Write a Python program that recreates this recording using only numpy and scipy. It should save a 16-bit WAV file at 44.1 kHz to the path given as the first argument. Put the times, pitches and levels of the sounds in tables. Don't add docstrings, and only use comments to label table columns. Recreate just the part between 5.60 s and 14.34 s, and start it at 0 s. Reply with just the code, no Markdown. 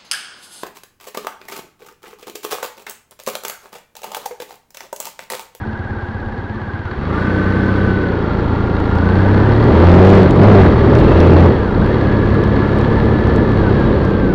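import sys
import numpy as np
from scipy import signal
from scipy.fft import rfft, irfft, next_fast_len
from scipy.io import wavfile
from scipy.ndimage import uniform_filter1d, map_coordinates

SR = 44100
rng = np.random.default_rng(int(sys.argv[2]) if len(sys.argv) > 2 else 0)


def inscribe(sig):
    pcm = np.round(np.clip(np.atleast_2d(sig).T, -1, 1) * 32767)
    wavfile.write(sys.argv[1], SR, pcm.astype(np.int16))


N = 385434

THROTTLE_S = 1.36

# time in seconds, engine cycles per second.
ENGINE_SPEED = [(0, 17.1), (.25, 16.7), (.45, 16.6), (.5, 17.2), (.65, 16.7), (.71, 17.8), (.87, 16.6),
                (.94, 17.8), (1.05, 17.2), (1.26, 16.8), (1.43, 24.2), (1.58, 29.3), (1.7, 30.8),
                (1.97, 32.2), (2.26, 32.5), (2.45, 30.3), (2.66, 27.7), (2.82, 27.2), (3.02, 28.1),
                (3.29, 27.1), (3.63, 31.7), (3.85, 34.3), (4.31, 43.8), (4.55, 49.1), (4.74, 43.6),
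                (4.89, 52.1), (4.99, 48.4), (5.15, 38.6), (5.4, 40.5), (5.6, 42.5), (5.85, 43.5),
                (5.9, 40.6), (6.11, 28.9), (6.19, 28.5), (6.22, 31.3), (6.32, 37.8), (6.44, 34.2),
                (7.4, 35.6), (7.95, 35.8), (8.07, 31.2), (8.09, 31.2), (8.12, 36.8), (8.23, 33.4),
                (8.3, 34.8), (8.58, 32.3), (8.62, 32.9), (8.74, 29.8)]
# time in seconds, effort in dB, extra drone in dB,
# intake roar over the effort in dB (before a fixed 3 dB cut), boost of the odd engine orders in dB.
ENGINE_EFFORT = [(0, -35, 0, -5.5, 0), (1.22, -31.5, 5.5, -4.5, 3.5), (1.56, -17.5, 2, 1, 0),
                 (2.29, -15.5, 2, -1, 1), (2.5, -17, -1, -0.5, 0.5), (2.8, -17, 3, 0, -2.5),
                 (3.15, -17.5, 5, -0.5, -1.5), (3.6, -13, 1, 0.5, 6), (4.02, -10, -1.5, 1, 3),
                 (4.3, -0.5, 2, -4, -6), (4.6, 0, -2.5, -2, -7), (4.73, -11.5, 1.5, 1.5, 1),
                 (4.83, -1.5, 2.5, 0.5, -0.5), (4.99, -1, 2.5, -0.5, -6.5), (5.16, -8, -1.5, -2, 0.5),
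                 (5.55, -5, 1.5, -2, 0.5), (5.62, -3, 1, -1, -2.5), (5.87, -4, 3.5, -1.5, -6),
                 (5.95, -14.5, -3, -0.5, -0.5), (6.08, -17.5, 1.5, -3, -0.5), (6.35, -13, -2, -2, 1.5),
                 (7.1, -13, -1, -1.5, -1), (7.9, -13.5, 0.5, -1, -4.5), (8.05, -12.5, -1.5, -3, -3.5),
                 (8.2, -12, -3.5, -0.5, -2), (8.74, -17.5, 1, 1, -4)]


def amp(db):
    return 10 ** (np.asarray(db) / 20)


def unit(x):
    return x / np.sqrt(np.mean(x ** 2) + 1e-20)


def along(points, hz):
    f, v = np.transpose(points)
    return np.interp(np.log(hz + 1), np.log(f + 1), v)


def curves(rows):
    s, *columns = np.transpose(rows)
    t = np.arange(N) / SR
    return [np.interp(t, s, column) for column in columns]


def wobble(rate):
    knots = rng.standard_normal(int(N * rate / SR) + 4)
    return map_coordinates(knots, [np.arange(N) * rate / SR])


def filtered(x, response):
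    m = next_fast_len(N + SR // 2)
    return irfft(rfft(x, m) * response(np.fft.rfftfreq(m, 1 / SR)), m)[..., :N]


def resonant(x, modes):
    def response(f):
        return sum((-1) ** k * amp(db) * 1j * f * width / (hz * hz - f * f + 1j * f * width)
                   for k, (hz, width, db) in enumerate(modes))
    return filtered(x, response)


def low_passed(x, corner_hz, order):
    return filtered(x, lambda hz: 1 / (1 + 1j * hz / corner_hz) ** order)


def noise(spectrum):
    return unit(filtered(rng.standard_normal(N), lambda hz: amp(along(spectrum, hz))))


def idle_firings():
    count, first_s, gap_s, jitter_s = 23, .013, .059, .0015
    level_db, lope_db, scatter_db = -15, 1.2, 0.5
    k = np.arange(count)
    chance = rng.standard_normal((count, 2))
    s = first_s + gap_s * k + jitter_s * chance[:, 0]
    size_db = level_db - lope_db * (-1) ** k + scatter_db * chance[:, 1]
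    return np.bincount((s * SR).astype(int), amp(size_db), N)


def loaded_firings():
    bark_db, bark_grows = -4.5, 1.2
    second_share = 0.54
    rate, = curves(ENGINE_SPEED)
    effort_db, _, _, odd_db = curves(ENGINE_EFFORT)
    blow_db = bark_db + bark_grows * effort_db
    second = np.clip(1 - (1 - second_share) * amp(odd_db), 0, 1)
    halves = np.floor(2 * np.cumsum(rate) / SR)
    throttle_open = np.arange(N - 1) > THROTTLE_S * SR
    at = np.flatnonzero((np.diff(halves) > 0) & throttle_open)
    scattered_db = blow_db[at] + 0.62 * rng.standard_normal(len(at))
    size = np.where(halves[at] % 2, second[at], 1) * amp(scattered_db)
    return np.bincount(at, size, N)


def exhaust(idle, loaded):
    # Hz, width in Hz, relative level in dB.
    pipe_modes = [(35, 6.7, -28), (213.3, 8.3, -2), (251, 52, -15.5), (356, 14, -6), (530, 20, -10)]
    # Hz, width in Hz, relative level in dB.
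    silencer_modes = [(350, 40, -4.5), (385.4, 60, -0.5), (424, 70, -3)]
    # Hz, width in Hz, gain in dB.
    thump_mode = [(91.5, 61, 50.5)]
    (hz, width, db), = thump_mode
    thump = idle
    for _ in range(3):
        thump = resonant(thump, [(hz, width, 0)])
    idling = np.arange(N) < THROTTLE_S * SR
    gas = amp(-44.5) * rng.standard_normal(N) * idling
    ring = amp(49.0) * low_passed(resonant(idle + gas, pipe_modes), corner_hz=290, order=2)
    bark = amp(45.5) * low_passed(resonant(loaded, silencer_modes), corner_hz=720, order=2)
    return amp(db) * thump + ring - bark


def burst(blows, decay_s):
    puff = signal.lfilter([1], [1, -np.exp(-1 / (decay_s * SR))], blows)
    return puff / (uniform_filter1d(puff, size=SR // 8) + 1e-9)


def roar(blows):
    # Hz, relative density in dB per Hz.
    roar_spectrum = [(20, -41.5), (45, -18.5), (75, -6.5), (130, -0.5), (250, 1), (420, -0.5), (600, -7.5),
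                     (900, -52.5), (1500, -40), (2500, -88.5)]
    effort_db, _, above_db, _ = curves(ENGINE_EFFORT)
    level_db = effort_db + above_db - 3 + 1.0 * wobble(6.3)
    puffing = 1.7 + 0.21 * burst(blows, decay_s=0.032)
    return amp(level_db) * unit(noise(roar_spectrum) * puffing)


def spiky_noise(extra):
    return rng.standard_normal(N) * (1 + extra * (rng.random(N) < .003))


def rattle(blows):
    # Hz, width in Hz, relative level in dB.
    case_modes = [(874, 99, 0), (1044, 63, 1.5), (1181.4, 29, 5.5), (1382, 30, 2), (1500, 36, -0.5),
                  (1688, 147, 0.5), (2113, 247, -8), (2742, 70, -14), (3320, 180, -13), (3836, 42, -8.5),
                  (4310, 304, -14.5)]
    # Hz, relative density in dB per Hz.
    wall_spectrum = [(300, -19.5), (700, -2), (1200, -3), (1800, -15), (2300, -17), (3500, -20.5),
                     (4700, -33), (7000, -37), (12000, -78.5)]
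    level_at_full_db, grows = -22, 0.57
    swell = 1.01 + 0.075 * uniform_filter1d(burst(blows, decay_s=0.0025), size=SR // 300)
    clatter = unit(spiky_noise(9.7)) * swell
    knocks = unit(np.diff(burst(blows, decay_s=0.00024), prepend=0))
    ring = unit(resonant(clatter + 0.37 * knocks, case_modes))
    hiss = 1.23 * swell * noise(wall_spectrum)
    level_db = level_at_full_db + grows * curves(ENGINE_EFFORT)[0] + 0.25 * wobble(10)
    return amp(level_db) * (ring + hiss)


def whine(idle, blows):
    # Hz, width in Hz, relative level in dB.
    cover_modes = [(800, 280, -11.5), (1408, 63, 1.5), (1510, 49, 4), (1666, 160, -4), (1727, 35, -0.5),
                   (1915, 168, -2.5)]
    # time in seconds, whine level ahead of the cover in dB, depth of the throb once a cycle,
    # speed swing within a cycle as a share of the speed.
    whine_course = [(0, -32.5, 0.12, .01), (1.24, -32, 0.12, .01), (1.3, -35, 0.2, .01),
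                    (1.45, -29, 1.3, .01), (1.6, -26.5, 0.99, 0.015), (1.95, -28, 0.45, -0.009),
                    (2.25, -26, 0.93, -.025), (2.42, -27.5, 0.67, 0.016), (2.6, -30, 1.3, .015),
                    (2.9, -31.5, 1, 0.015), (3.2, -33, 0.89, .015), (3.35, -27, 1.1, 0.015),
                    (3.5, -25.5, 1.2, 0.014), (3.75, -26.5, .8, .012), (3.95, -25.5, 1.5, 0.0047),
                    (4.2, -39, 0.6, .01), (5, -24, 1.6, .01), (5.84, -44, 1, .01), (5.89, -39, 0, -0.0096),
                    (5.99, -30, 0, 0.01), (6.1, -30, 0.28, 0.013), (6.13, -43, 0.6, -0.0059),
                    (6.19, -48, .5, .01), (6.22, -28.5, 0.33, 0.029), (6.33, -27.5, .4, 0.017),
                    (6.37, -28, 1.2, 0.003), (6.43, -26, 0.94, 0.026), (7.9, -25.5, 0.52, 0.0077),
                    (8.0, -29.5, 0.39, 0), (8.08, -28.5, 0.41, 0.0048), (8.095, -43, .2, -0.019),
                    (8.12, -26.5, 0.086, 0), (8.3, -31, 0.75, -0.013), (8.6, -31.5, 0.18, 0),
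                    (8.74, -33, .15, 0.01)]
    # time in seconds, whine pitch over the engine cycle rate, white noise relative to the tone.
    mesh_course = [(0, 48, 1.4), (1.22, 47.98, 1.2), (1.3, 39.94, 1.7), (1.45, 48, 1.8), (1.62, 49.5, 2.2),
                   (2, 47.5, 2.1), (2.3, 47.3, 1.6), (2.42, 48.5, 2.1), (2.7, 49.5, 1.8), (3.3, 50.5, 1.4),
                   (3.5, 50.8, 1.8), (3.7, 51.5, 2.6), (3.9, 51.5, 2.5), (4.2, 49, 1.4), (5.8, 48, 1.1),
                   (6.1, 48.2, 0.34), (6.4, 48, 1.6), (7, 48.3, 1), (7.9, 48.3, 1), (8, 48, 0.52),
                   (8.74, 48.45, .5)]
    kick_lag_s = .029
    squeeze_lag_s, squeeze_sag, squeeze_db = .022, .06, 2
    rate, = curves(ENGINE_SPEED)
    ratio, grit = curves(mesh_course)
    level_db, throb, swing = curves(whine_course)
    surge = uniform_filter1d(burst(blows, decay_s=0.074), size=SR // 150) - 1
    kick = np.roll(surge, int(kick_lag_s * SR))
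    squeeze = np.convolve(idle > 0, np.hanning(SR // 55), "same")
    squeeze = np.roll(squeeze, int(squeeze_lag_s * SR))
    beat = np.cos(2 * np.pi * np.cumsum(rate) / SR + 0.73 + 0.68 * wobble(25))
    octave = np.clip(3 - rate / 8, 0, 1)
    wander = .006 * wobble(40) + .006 * octave * wobble(8)
    kick_bend = .045 * kick * (17 / rate) ** 3
    sag = squeeze_sag * (squeeze - .15 * octave)
    hz = ratio * rate * (1 + kick_bend - sag + wander + swing * beat)
    turn = 2 * np.pi * np.cumsum(hz) / SR
    load = np.exp(throb * beat - throb ** 2 / 1.4) * amp(squeeze_db * squeeze)
    tone = np.sin(turn) + octave * np.sin(2 * turn)
    mesh = np.sqrt(2) * (tone + grit * rng.standard_normal(N)) * load
    return resonant(amp(level_db + 1.1 * wobble(30)) * mesh, cover_modes)


def frame():
    # Hz, width in Hz, relative level in dB.
    frame_modes = [(780, 120, -1), (954, 40, 3), (1159, 50, -6), (1357, 20, -9)]
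    # time in seconds, rattle of the frame in dB.
    shake_course = [(0, -37), (1.4, -40), (2.4, -48), (2.8, -34), (3.6, -27.5), (4.4, -25.5), (5.9, -30.5),
                    (6.2, -30.5), (6.6, -33.5), (6.95, -34), (7.1, -28.5), (7.9, -32), (8.02, -34),
                    (8.74, -36.5)]
    # start in seconds, relative strength in dB.
    knock_times = [(3.201, -7), (3.355, -7), (5.329, -6.5), (5.518, -6.5), (5.862, -10), (6.661, -12)]
    t = np.arange(SR // 100) / SR
    hits = np.zeros(N)
    puffs = rng.standard_normal((len(knock_times), len(t))) * amp(-60 * t / 0.0079)
    for (s, db), puff in zip(knock_times, puffs):
        hits[round(s * SR):][:len(t)] += amp(db + 21) * puff
    shake = unit(resonant(spiky_noise(8), frame_modes))
    level_db = curves(shake_course)[0] + 0.47 * wobble(7.2)
    return amp(level_db) * shake + resonant(hits, frame_modes)


def traffic():
    # Hz, relative density in dB per Hz.
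    tyre_spectrum = [(100, 29.5), (400, -21), (900, 16.5), (1500, -25), (2500, -56), (5000, -30),
                     (8000, -64), (12000, -60)]
    # time nearest in seconds, peak level in dB, seconds to fall to half power.
    passing_cars = [(3.55, -25.5, 0.44), (7.398, -40, .7)]
    distant_db = -43.5
    t = np.arange(N) / SR
    power = amp(2 * distant_db)
    for s, db, half_s in passing_cars:
        power = power + amp(2 * db) / (1 + ((t - s) / half_s) ** 2)
    return np.sqrt(power) * amp(0.48 * wobble(1.9)) * noise(tyre_spectrum)


def wind():
    # Hz, relative density in dB per Hz.
    buffet_spectrum = [(5, -18), (15, -26), (40, -8), (150, -14), (500, -17.5), (2000, -81)]
    roll_s, up_to_speed_s = 3.8, 4.6
    still_db, riding_db, gust_db = -31, -16, -1
    level_db = np.interp(np.arange(N) / SR, [roll_s, up_to_speed_s], [still_db, riding_db])
    lumps = unit(amp(1.8 * wobble(10)) * noise(buffet_spectrum))
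    return amp(level_db + gust_db * wobble(3.8)) * lumps


def drone():
    # multiple of the cycle rate, level at effort 0 in dB, growth in dB per dB of effort.
    engine_orders = [(1, -8.5, 1.2), (2, -0.5, 1.5), (3, -4.5, 1), (4, -3.5, 1.45), (5, -9.5, 2.1),
                     (6, -11.5, 0.77), (7, -20, 0.6), (8, -4.5, 2), (9, -17, 0.9), (10, -12.5, 1),
                     (12, -23.5, 1)]
    # Hz, gain in dB.
    airbox_gain = [(28, -8.5), (45, 0.5), (55, -3), (63, -2), (71, -1), (80, -3), (92, -1), (105, 0.5),
                   (112, 1.5), (125, -2.5), (140, 1), (162, -11), (175, -1), (192, 1.5), (212, 2),
                   (232, -7), (250, -11.5), (290, -1.5), (320, -0.5), (345, -3.5), (368, 3), (395, 1.5),
                   (430, -6.5), (500, -6)]
    rate, = curves(ENGINE_SPEED)
    effort_db, extra_db, _, odd_db = curves(ENGINE_EFFORT)
    turn = 2 * np.pi * np.cumsum(rate) / SR
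    opened = np.clip((np.arange(N) / SR - THROTTLE_S) / 0.017, 0, 1)
    dips = np.zeros(N)
    for order, db, grows in engine_orders:
        k = np.round(order)
        level_db = db + grows * effort_db + k % 2 * odd_db + along(airbox_gain, k * rate)
        dips += amp(level_db + 0.48 * wobble(14)) * np.cos(k * turn + 0.19 * wobble(10))
    return -opened * np.sqrt(2) * amp(extra_db) * dips


def crack(loaded):
    over_blow_db, grows = 1.5, 0.95
    lead_s = 0.0018
    size = amp(over_blow_db + grows * curves(ENGINE_EFFORT)[0])
    steps = np.roll(loaded * size, -int(lead_s * SR))
    drop = signal.lfilter([1], [1, -np.exp(-1 / (0.0046 * SR))], steps)
    return -low_passed(drop, corner_hz=3500, order=1)


def buzz():
    # start in seconds, end in seconds, Hz, width in Hz, level in dB.
    buzz_bands = [(1.447, 2.348, 1196, 49.5, -35), (1.5, 2.368, 1730, 197, -36.5),
                  (3.52, 3.971, 1514, 45, -31), (4.978, 5.101, 1680, 80, -24),
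                  (5.4, 5.85, 2690, 120, -35.5)]
    fade_s = 0.053
    t = np.arange(N) / SR
    out = np.zeros(N)
    for start, end, hz, width, db in buzz_bands:
        fade = np.clip(np.minimum(t - start, end - t) / fade_s, 0, 1)
        out += amp(db) * fade * unit(resonant(rng.standard_normal(N), [(hz, width, 0)]))
    return out


def ticks():
    # start in seconds, relative strength in dB.
    tick_times = [(4.0406, -34.5), (4.356, -38.5), (4.5026, -31), (4.549, -33), (4.632, -31.5),
                  (4.709, -28.5), (4.76, -39.5), (4.818, -30), (4.835, -31.5), (5.353, -31), (5.372, -34.5),
                  (5.386, -35), (5.401, -34), (5.562, -39.5), (5.604, -27.5), (5.672, -35.5),
                  (5.738, -35.5), (5.805, -30.5), (6.263, -38), (6.744, -39), (6.8386, -33),
                  (6.8757, -40.5), (7.119, -44), (7.187, -34), (7.213, -37), (7.4571, -39.5), (7.673, -40),
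                  (7.7616, -36), (7.918, -42), (8.2, -40), (8.451, -40), (8.504, -39.5)]
    t = np.arange(SR // 200) / SR
    out = np.zeros(N)
    snaps = rng.standard_normal((len(tick_times), len(t))) * amp(-60 * t / .004)
    for (s, db), snap in zip(tick_times, snaps):
        out[round(s * SR):][:len(t)] += amp(db + 21.5) * snap
    return low_passed(out, corner_hz=7000, order=2)


def scene():
    idle, loaded = idle_firings(), loaded_firings()
    blows = idle + loaded
    engine = exhaust(idle, loaded) + roar(blows) + rattle(blows) + whine(idle, blows)
    engine = engine + drone() + crack(loaded)
    return (engine + frame() + traffic() + wind() + buzz() + ticks())[None]


def record(dry):
    # Hz, gain in dB.
    treble_gain = [(4500, 0), (5600, -1.5), (6200, -4), (9000, -5.5), (11800, -4.5), (12600, -16)]
    clip_level, knee = .72, 11
    top_hz = 15800

    def band(hz):
        treble = 1 / (1 + 1j * hz / 7500) ** 2
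        bass = hz / (hz - .4j)
        return treble * bass * (hz < top_hz)

    heard = filtered(dry, lambda hz: amp(along(treble_gain, hz)))
    clipped = heard / (1 + np.abs(heard / clip_level) ** knee) ** (1 / knee)
    return filtered(clipped, band)


dry = scene()
out = record(dry)
inscribe(out)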